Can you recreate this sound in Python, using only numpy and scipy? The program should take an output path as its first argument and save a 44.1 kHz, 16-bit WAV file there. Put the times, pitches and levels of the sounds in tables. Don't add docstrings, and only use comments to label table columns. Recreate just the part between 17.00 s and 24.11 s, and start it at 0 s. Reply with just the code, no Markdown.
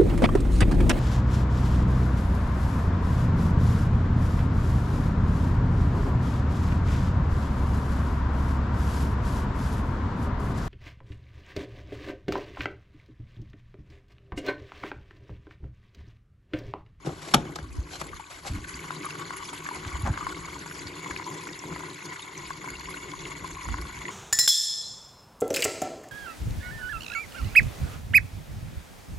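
import sys
import numpy as np
from scipy import signal
from scipy.fft import rfft, irfft, next_fast_len
from scipy.io import wavfile
from scipy.ndimage import uniform_filter1d, map_coordinates

SR = 44100
rng = np.random.default_rng(int(sys.argv[2]) if len(sys.argv) > 2 else 0)


def transcribe(signal):
    frames = np.atleast_2d(signal).T
    limited = np.clip(frames, -1, 1)
    pcm = np.round(limited * 32767).astype(np.int16)
    wavfile.write(sys.argv[1], SR, pcm)


N = 313551

# f/Hz, level/dB
BUFFET_EQ = [(15, -29), (25, -4.5), (65, 8.5), (118, -2.5), (151, -10.5), (325, -7), (400, -63), (520, -52),
             (880, -120)]
RASP_EQ = [(100, -17), (200, 6.5), (400, -9.5), (800, 0), (1500, -6.5), (2400, -17), (4000, -62)]
# t/s, level/dB
BREEZE_LEVEL = [(0, -53.5), (0.9, -49), (1.35, -54.5), (1.7, -58), (2.6, -59), (3.3, -51.5), (4.3, -65),
                (4.6, -58), (4.95, -79), (5.45, -52.5), (6.0, -56), (6.3, -46.5), (7.11, -52.5)]
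# t/s, level/dB, hold/s, rasp over buffet/dB
MIC_BUMPS = [(0.09, -47, 0.06, -30), (0.384, -38, 0.036, -20), (0.636, -45, 0.03, -20),
             (0.717, -49, .01, -14), (0.773, -48, 0.017, -6), (1.053, -47, .03, -32),
             (1.505, -39.5, 0.014, -14), (1.55, -41, 0.034, -21), (1.572, -52, 0.03, -18),
             (1.746, -45, 0.011, -30), (2.76, -44.5, 0.02, -4), (2.863, -40, 0.012, -4),
             (2.945, -39, 0.015, -12), (2.992, -37, 0.022, -28), (3.037, -44, 0.016, -8),
             (3.064, -34.5, 0.015, 0.5), (3.072, -38, 0.02, -10), (3.09, -46, 0.013, -5),
             (3.174, -36, .04, -20), (3.406, -49, .01, -30), (3.852, -49, 0.014, -30), (4.1, -51, .02, -30),
             (4.727, -42.5, 0.032, -30), (6.68, -36, 0.035, -27), (6.741, -48, 0.04, -18),
             (6.82, -51, 0.13, -24)]
# t/s, level/dB, final f/Hz
MIC_THUMPS = [(0.623, -32.5, 64.5), (0.78, -21.5, 55), (1.499, -25, 74), (1.555, -39, 74),
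              (2.861, -28.5, 69.4), (2.94, -33, 58), (2.991, -34, 74), (3.031, -19.5, 75.5),
              (3.08, -34, 60.6), (3.098, -19, 89.5), (3.853, -34, 85), (6.674, -34, 49), (6.731, -27, 52.4),
              (6.781, -29.5, 49.3), (6.82, -33, 58)]
# t/s, splash/dB, spray/dB, hollow boom/dB
WATER_LEVELS = [(0.0, -56, -57, -51), (0.14, -51, -63, -43.5), (0.26, -56, -54, -48.5),
                (0.47, -49.5, -54, -41), (0.67, -58.5, -55.5, -51), (1.09, -51, -50, -45),
                (1.25, -50.5, -50.5, -55), (1.45, -56, -51.5, -53), (1.72, -48.5, -45, -43.5),
                (1.86, -44.5, -45.5, -44), (2.5, -45, -46, -43), (3.15, -44.5, -48, -45),
                (3.82, -47, -45.5, -47), (4.16, -43.5, -47.5, -45), (4.43, -45, -46.5, -45),
                (4.91, -46.5, -46.5, -43.5), (5.3, -44.5, -47.5, -46.5), (6.04, -45, -47.5, -44.5),
                (7.11, -45, -47.5, -46)]
# f/Hz, width/Hz, level/dB
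MAIN_MODES = [(1004, 121, -2.5), (1462, 20, -4), (1972, 180, -7.5), (2255, 93, -4), (2763, 113, -12.5),
              (3454, 94, -8.5), (4170, 240, -17), (6850, 150, -7)]
EARLY_MODES = [(1108, 75, 9.5), (1530, 37, 9), (2220, 170, -10), (2660, 92, -5), (2994, 66, 3.5),
               (3530, 59, -28), (4370, 76, -23)]
AIR_MODES = [(91.4, 2.7, -4), (156.8, 19, 1), (292.4, 23.6, -2.5), (367.3, 48.6, -3)]
# t/s, main ring's share/0-1
RING_MIX = [(0, 0.56), (3.4, 0.67), (4, 0.99), (7.11, 0.94)]
# f/Hz, level/dB
SPRAY_EQ = [(400, -108), (1500, 5), (3000, -6.5), (4500, -2.5), (5500, -11), (6500, -2), (8000, -7),
            (9500, -3.5), (11500, -9)]
# t/s, bubble level/dB, bubble f/Hz, tap trim/dB
LOUD_DROPS = [(1.132, -18, 1163, -8), (1.197, -15.5, 887, -17), (1.451, -30, 775, 5),
              (1.7417, -28.5, 4620, -20), (1.792, -19, 2200, -8), (1.907, -20.5, 1050, 9.5),
              (1.9376, -32, 3960, -14), (1.9624, -28, 3970, -19), (2.011, -27, 2070, -6),
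              (2.047, -21.5, 1120, 6), (2.05, -17, 1180, -18), (2.063, -13, 1175, -17),
              (2.088, -28, 1070, -6), (2.106, -19.5, 2660, -12), (2.155, -27, 1170, 7),
              (2.197, -20, 1120, -2), (2.2184, -31, 3570, -10), (2.307, -14.5, 1110, -0.5),
              (2.4748, -31, 6300, -10), (2.49, -25, 3340, -16), (2.531, -15.5, 930, -4),
              (2.578, -28, 2720, 1), (2.664, -15.5, 1660, -6), (2.689, -20.5, 1130, 10),
              (2.711, -11, 960, -18), (2.717, -20, 975, -18), (2.751, -16.5, 1000, -11),
              (2.85, -20, 1260, 0.4), (2.9647, -32, 2900, -8), (3.064, -20.5, 1200, 5),
              (3.074, -9, 745, -4.5), (3.139, -20, 1560, -9), (3.1763, -16.5, 1170, 5),
              (3.208, -14, 1170, -18), (3.227, -15, 1200, -7), (3.268, -7, 1060, -4.5),
              (3.323, -21, 1420, -7), (3.346, -23, 2130, -6), (3.485, -21, 990, -0.5),
              (3.532, -25, 2220, -14), (3.591, -30, 6300, -6), (3.661, -20.5, 960, -1),
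              (3.712, -24.5, 1490, 3.5), (3.7935, -27.5, 4780, -3), (4.045, -21, 2100, -5),
              (4.061, -17, 1070, -7), (4.111, -22, 1170, 8.5), (4.1635, -22, 1780, 6.5),
              (4.199, -24.5, 1010, 3), (4.222, -22.5, 1000, 1), (4.2428, -28, 4330, -4),
              (4.264, -11.5, 980, -22), (4.275, -12, 976, -12), (4.2884, -28, 7100, -12),
              (4.311, -16.5, 1040, -19), (4.396, -21, 1070, -17), (4.471, -22.5, 1110, 3.5),
              (4.489, -27, 1880, 1.5), (4.5312, -30, 3690, 1), (4.5919, -30, 5600, 4.5),
              (4.639, -20, 940, -2), (4.706, -21, 1040, -3), (4.726, -24, 1020, 4),
              (4.762, -16, 1000, -1.5), (4.806, -17, 1010, -7), (4.835, -16.5, 1020, -10),
              (4.884, -20.5, 1020, -19), (4.909, -25, 1070, -7), (5.053, -23, 960, -18),
              (5.113, -23, 1070, -10), (5.161, -20, 1460, -7), (5.195, -28, 2220, 4),
              (5.2267, -24.5, 3680, -16), (5.3771, -28, 6130, -3), (5.506, -10.5, 1080, -5.5),
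              (5.5324, -29, 4600, -8), (5.6425, -15.5, 1030, -4), (5.676, -17, 1000, -2.5),
              (5.686, -19, 2120, -16), (5.754, -22, 2750, -10), (5.7963, -28.5, 4370, -3),
              (5.857, -27, 2200, 3), (5.886, -18, 1060, -14), (5.941, -21, 1450, -5),
              (5.9709, -26, 2750, -9), (6.1171, -28, 3360, -3), (6.136, -15, 1050, -9),
              (6.2535, -22, 2140, -0.5), (6.318, -36, 1080, -11), (6.444, -13.5, 1020, -6),
              (6.5127, -30.5, 6370, -11), (6.568, -15, 1060, -17), (6.588, -21, 1080, -14),
              (6.639, -33, 1060, -8), (6.6472, -24.5, 6760, -10), (6.655, -16, 1010, -5),
              (6.688, -22, 1110, 7), (6.724, -31, 1050, 0), (6.742, -14, 1046, -1.5),
              (6.771, -24, 1040, -4), (6.786, -18.5, 1060, -11), (6.853, -21.5, 1090, -3),
              (7.0205, -35, 2740, -8), (7.053, -17, 1990, -8.5), (7.083, -23.5, 1990, 3)]
# t/s, level/dB, hold/s
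STROKES = [(0.062, -43, 0.0094), (0.116, -51.5, 0.067), (0.219, -43, 0.1), (0.915, -50, 0.012),
           (0.938, -41.5, 0.022), (1.003, -43, 0.006), (1.306, -47.5, 0.084), (1.456, -40, 0.033)]
# f/Hz, level/dB
RUB_EQ = [(200, -33), (600, 6), (1300, 2), (2500, -1.5), (3200, -1.5), (3650, -2.5), (4200, -2), (5000, -5),
          (8000, -5), (12500, -12)]
# t/s, level/dB, hold/s, f/Hz
RAIL_SQUEAKS = [(0.934, -50, 0.016, 3150), (0.935, -46, 0.004, 4100), (0.95, -50, 0.008, 4200)]
# f/Hz, width/Hz, level/dB
DRAWER_MODES = [(140.4, 11, 0.5), (230, 91, -5), (264, 51, -2), (375, 63, -3), (483, 130, -5),
                (706, 134, 2.5), (874, 85, 3.5), (1194, 135, 5), (1840, 710, -3.5), (3010, 300, -3.5),
                (3620, 370, -3.5), (6200, 1700, -11)]
# t/s, relative level/dB, thud trim/dB, crack trim/dB, blow f/Hz
DRAWER_KNOCKS = [(0.047, -40, -3.5, -15, 1100), (0.0623, -27, -8.5, -28, 500),
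                 (0.069, -27.5, -1.5, -20, 1200), (0.092, -35, -4, -20, 1000),
                 (0.339, -0.5, -20, -14.5, 1256), (0.3433, -2.5, -24.5, -1, 3520),
                 (0.348, -11, -12.5, -4, 1190), (0.355, -24, -1, -16, 680), (0.376, -33, 2.5, -20, 700),
                 (0.452, -32, -7, -19, 1550), (0.492, -35, -3, -25, 746), (0.558, -22, -30, -3.5, 4570),
                 (0.561, -23, -20, -7.5, 1230), (0.587, -27.5, -15, -18, 1600),
                 (0.628, -47.5, -13, 5, 1000), (1.013, -20.5, -24, -6.5, 1150),
                 (1.0145, -20.5, -20, -14, 1280), (1.017, -26, -25, -22, 624), (1.45, -41, -13, -8, 795)]
# f/Hz, phase/rad
STEREO_PHASE = [(30, 0), (400, .2), (900, .9), (1450, 1.1), (1750, 3.3), (2250, 6.4), (2900, 7),
                (3400, 6.28), (7600, 6.28), (8300, 3.14), (9600, 3.14), (10400, 0)]
# f/Hz, level/dB
LEFT_TILT = [(60, 0), (400, 2), (900, 5.5), (1500, 3.5), (2400, 2.5), (4000, 2.2), (6000, 1.2), (7500, 0),
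             (11300, 0), (12400, -7)]
# f/Hz, level/dB
WIDTH_EQ = [(60, -22), (300, -9), (900, -6.5), (1700, 2.5), (3600, -6.5), (5400, 4), (7000, -5), (8000, 5),
            (8500, -17.5), (9500, -56), (10000, -25), (10500, -30), (11300, -48), (12000, -37)]

BUMP_SLOPES, SLIDE_SLOPES = (730, 300), (800, 440)  # rise, fall in dB/s
THUMP_PEAK, THUMP_LIFT, THUMP_SAG = 0.84, 0.61, 0.47
BUBBLE_T60, BUBBLE_SHRINK, BUBBLE_ATTACK = 0.023, 0.13, 7.3
SMALL_FROM_S, SMALL_DB, SMALL_HZ, SMALL_LOG_SPREAD = 1.7, -39.5, 1788, 0.67
SLAP_DB = -5
CEILING, TOP_HZ = 0.93, 11800


def amp(db):
    return 10 ** (np.asarray(db) / 20)


def unit(x):
    return x / np.sqrt(np.mean(x ** 2) + 1e-20)


def along(points, hz):
    f, v = np.transpose(points)
    return np.interp(np.log(hz + 1), np.log(f + 1), v)


def curves(rows):
    s, *cols = np.transpose(rows)
    return [np.interp(np.arange(N) / SR, s, c) for c in cols]


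def wobble(rate):
    return map_coordinates(rng.standard_normal(int(N * rate / SR) + 4), [np.arange(N) * rate / SR])


def swells(s, db, hold, rise, fall):
    grid = np.arange(0, N, 32)
    t = grid / SR - s[:, None]
    level = db[:, None] + rise * np.minimum(t, 0) - fall * np.maximum(t - hold[:, None], 0)
    return np.interp(np.arange(N), grid, amp(level).sum(0))


def filtered(x, response):
    m = next_fast_len(N + SR // 2)
    return irfft(rfft(x, m) * response(np.fft.rfftfreq(m, 1 / SR)), m)[..., :N]


def eq(x, points):
    return filtered(x, lambda hz: amp(along(points, hz)))


def resonances(modes):
    return lambda f: sum((-1) ** k * amp(db) * 1j * f * w / (c * c - f * f + 1j * f * w)
                         for k, (c, w, db) in enumerate(modes))


def hiss(flutter_db, rate, colour=((30, 0), (12000, 0))):
    noise = eq(rng.standard_normal(N), colour)
    return unit(noise * amp(flutter_db * wobble(rate)))


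def placed(s, rows):
    at = (s * SR).astype(int)[:, None] + np.arange(rows.shape[1])
    return np.bincount(at.ravel(), rows.ravel(), N + SR)[:N]


def splats(s, gain, t60):
    t = np.arange(SR // 30) / SR
    envelope = amp(-60 * t / t60) * (1 - np.exp(-t / 0.00013))
    return placed(s, gain[:, None] * envelope * rng.standard_normal((len(s), len(t))))


def pings(s, hz, gain, t60, rise, attack):
    t = np.arange(SR // 25) / SR
    age = t / t60[:, None]
    tone = np.sin(2 * np.pi * hz[:, None] * t * (1 + rise * age))
    envelope = amp(-60 * age) * (1 - np.exp(-t / attack))
    return placed(s, gain[:, None] * envelope * tone)


def patchy(x, depth_db=4.0):
    z = signal.stft(x, nperseg=256)[2]
    field = uniform_filter1d(rng.standard_normal(z.shape), size=9, axis=0)
    field = uniform_filter1d(field, size=7, axis=1)
    return signal.istft(z * amp(depth_db * unit(field)), nperseg=256)[1][:N]


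def mic_thumps():
    s, db, hz = np.transpose(MIC_THUMPS)
    cycles = hz[:, None] * np.arange(SR // 10) / SR
    phase = cycles + THUMP_LIFT * (1 - np.exp(-cycles / THUMP_SAG))
    envelope = (cycles / THUMP_PEAK * np.exp(1 - cycles / THUMP_PEAK)) ** 2
    return placed(s, -amp(db)[:, None] * envelope * np.sin(2 * np.pi * phase))


def wind_and_handling():
    s, db, hold, rasp_db = np.transpose(MIC_BUMPS)
    mid = hiss(flutter_db=3.5, rate=15, colour=BUFFET_EQ)
    side = amp(-10.5) * hiss(flutter_db=7.0, rate=15, colour=BUFFET_EQ)
    breeze = amp(curves(BREEZE_LEVEL)[0] + 0.78 * wobble(27))
    bumps = swells(s, db, hold, *BUMP_SLOPES)
    rasp = swells(s, db + rasp_db, hold, *BUMP_SLOPES) * hiss(flutter_db=3.5, rate=90, colour=RASP_EQ)
    return (breeze + bumps) * np.array([mid + side, mid - side]) + rasp + mic_thumps()


def patter(count, size_db, t60):
    when, size = rng.random((count, 2)).T
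    bursts = splats(when * N / SR, amp(-size_db * np.log(size + 0.022)), t60)
    return unit(unit(patchy(bursts)) + 1.29 * hiss(flutter_db=3.5, rate=65))


def tinkle(count, mid_hz, spread, cycles, size_db):
    when, size = rng.random((count, 2)).T
    hz = np.clip(mid_hz * np.exp(spread * rng.standard_normal(count)), 2400, 11000)
    gain = amp(-size_db * np.log(size + 0.036))
    return unit(pings(when * N / SR, hz, gain, cycles / hz, rise=0.083, attack=0.000074))


def housing_ring(impacts, modes):
    box = resonances(modes)
    return unit(filtered(impacts, lambda hz: box(hz) * (abs(box(hz)) ** 0.5 + amp(-14))))


def dribble():
    splash_db, spray_db, boom_db = curves(WATER_LEVELS)
    mix = curves(RING_MIX)[0]
    impacts = patter(count=1400, size_db=-0.5, t60=0.044)
    main = np.sqrt(mix) * housing_ring(impacts, MAIN_MODES)
    early = np.sqrt(1 - mix) * housing_ring(impacts, EARLY_MODES)
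    spatter = unit(patchy(patter(count=600, size_db=4.5, t60=0.047)))
    ticks = tinkle(count=1800, mid_hz=3840, spread=0.383, cycles=45.0, size_db=4.5)
    spray = unit(eq(0.76 * impacts + 1.69 * spatter + 0.57 * ticks, SPRAY_EQ))
    boom = unit(filtered(hiss(flutter_db=3, rate=12), resonances(AIR_MODES)))
    return amp(splash_db) * (main + early) + amp(spray_db) * spray + amp(boom_db) * boom


def small_drops(count):
    s = SMALL_FROM_S + rng.random(count) * (N / SR - SMALL_FROM_S)
    pitch, level, tap = rng.standard_normal((count, 3)).T
    hz = np.clip(SMALL_HZ * np.exp(SMALL_LOG_SPREAD * pitch), 800, 7500)
    return np.transpose([s, SMALL_DB + 3 * np.minimum(level, 1), hz, -0.4 + 3 * tap])


def drops():
    s, db, hz, tap_db = np.vstack([LOUD_DROPS, small_drops(count=240)]).T
    t60 = BUBBLE_T60 * (1000 / hz) ** BUBBLE_SHRINK
    bubbles = pings(s, hz, amp(db), t60, rise=0.021, attack=(BUBBLE_ATTACK / hz)[:, None])
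    t = np.arange(SR // 100) / SR
    cycles = hz[:, None] * t
    envelope = amp((db + tap_db)[:, None] - 60 * t / 0.0044) * (1 - np.exp(-cycles / 0.27))
    taps = envelope * np.sin(2 * np.pi * 1.31 * cycles)
    spray = eq(splats(s, amp(db + tap_db - 23.0), t60=0.03), SPRAY_EQ)
    mix = np.interp(s, *np.transpose(RING_MIX))[:, None]
    main = filtered(placed(s, np.sqrt(mix) * taps), resonances(MAIN_MODES))
    early = filtered(placed(s, np.sqrt(1 - mix) * taps), resonances(EARLY_MODES))
    return bubbles + amp(-1.0) * placed(s, taps) + spray + amp(SLAP_DB) * (main + early)


def drawer_slide():
    strokes = swells(*np.transpose(STROKES), *SLIDE_SLOPES)
    sound = strokes * hiss(flutter_db=2.5, rate=66, colour=RUB_EQ)
    for s, db, hold, hz in RAIL_SQUEAKS:
        squeak = np.sin(2 * np.pi * hz * np.arange(N) / SR + 0.9 * wobble(170))
        sound += swells(*np.array([[s], [db], [hold]]), *SLIDE_SLOPES) * squeak
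    return sound


def drawer_knocks():
    s, db, thud_db, crack_db, blow_hz = np.transpose(DRAWER_KNOCKS)
    body = resonances(DRAWER_MODES)
    low = lambda hz: 1 / (1 + (1j * hz / 450)) ** 2
    rattle = filtered(splats(s, amp(db - 1.5), t60=0.028), lambda hz: body(hz) * (1 - low(hz)))
    blow = pings(s, blow_hz, amp(db - 2.5), t60=16.3 / blow_hz, rise=0, attack=(0.67 / blow_hz)[:, None])
    clack = rattle + filtered(blow, lambda hz: 1.07 + 0.94 * body(hz))
    push = placed(s, amp(db + thud_db + 24.0)[:, None] * np.hanning(SR // 500))
    rumble = splats(s, amp(db + thud_db + 22.5), t60=0.061)
    thud = filtered(push + rumble, lambda hz: body(hz) * low(hz))
    crack = filtered(splats(s, amp(db + crack_db - 0.5), t60=0.022), lambda hz: 1 / (1 + 1j * hz / 6000))
    t = np.arange(SR // 4) / SR
    shiver = amp(-60 * t / 0.2) * rng.standard_normal(len(t))
    tail = signal.fftconvolve(clack + 0.43 * crack + 2.85 * thud, shiver / np.linalg.norm(shiver))[:N]
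    return clack + thud + crack + amp(-13.5) * tail


def widen(sound):
    left = lambda hz: np.exp(0.5j * along(STEREO_PHASE, hz)) * amp(along(LEFT_TILT, hz) / 2)
    direct = filtered(sound, lambda hz: np.array([left(hz), 1 / left(hz)]))
    z = signal.stft(sound, nperseg=256)[2]
    turns = uniform_filter1d(rng.standard_normal((2,) + z.shape), size=5, axis=2)
    diffuse = signal.istft(z * np.exp(2j * np.pi * turns), nperseg=256)[1][:, :N]
    return direct + eq(diffuse, WIDTH_EQ)


def scene():
    return widen(dribble() + drops() + drawer_knocks() + drawer_slide()) + wind_and_handling()


def record(dry):
    soft = dry / (1 + abs(dry / CEILING) ** 6) ** (1 / 6)
    return filtered(soft, lambda hz: 1 / (1 + (hz / TOP_HZ) ** 120))


dry = scene()
out = record(dry)
transcribe(out)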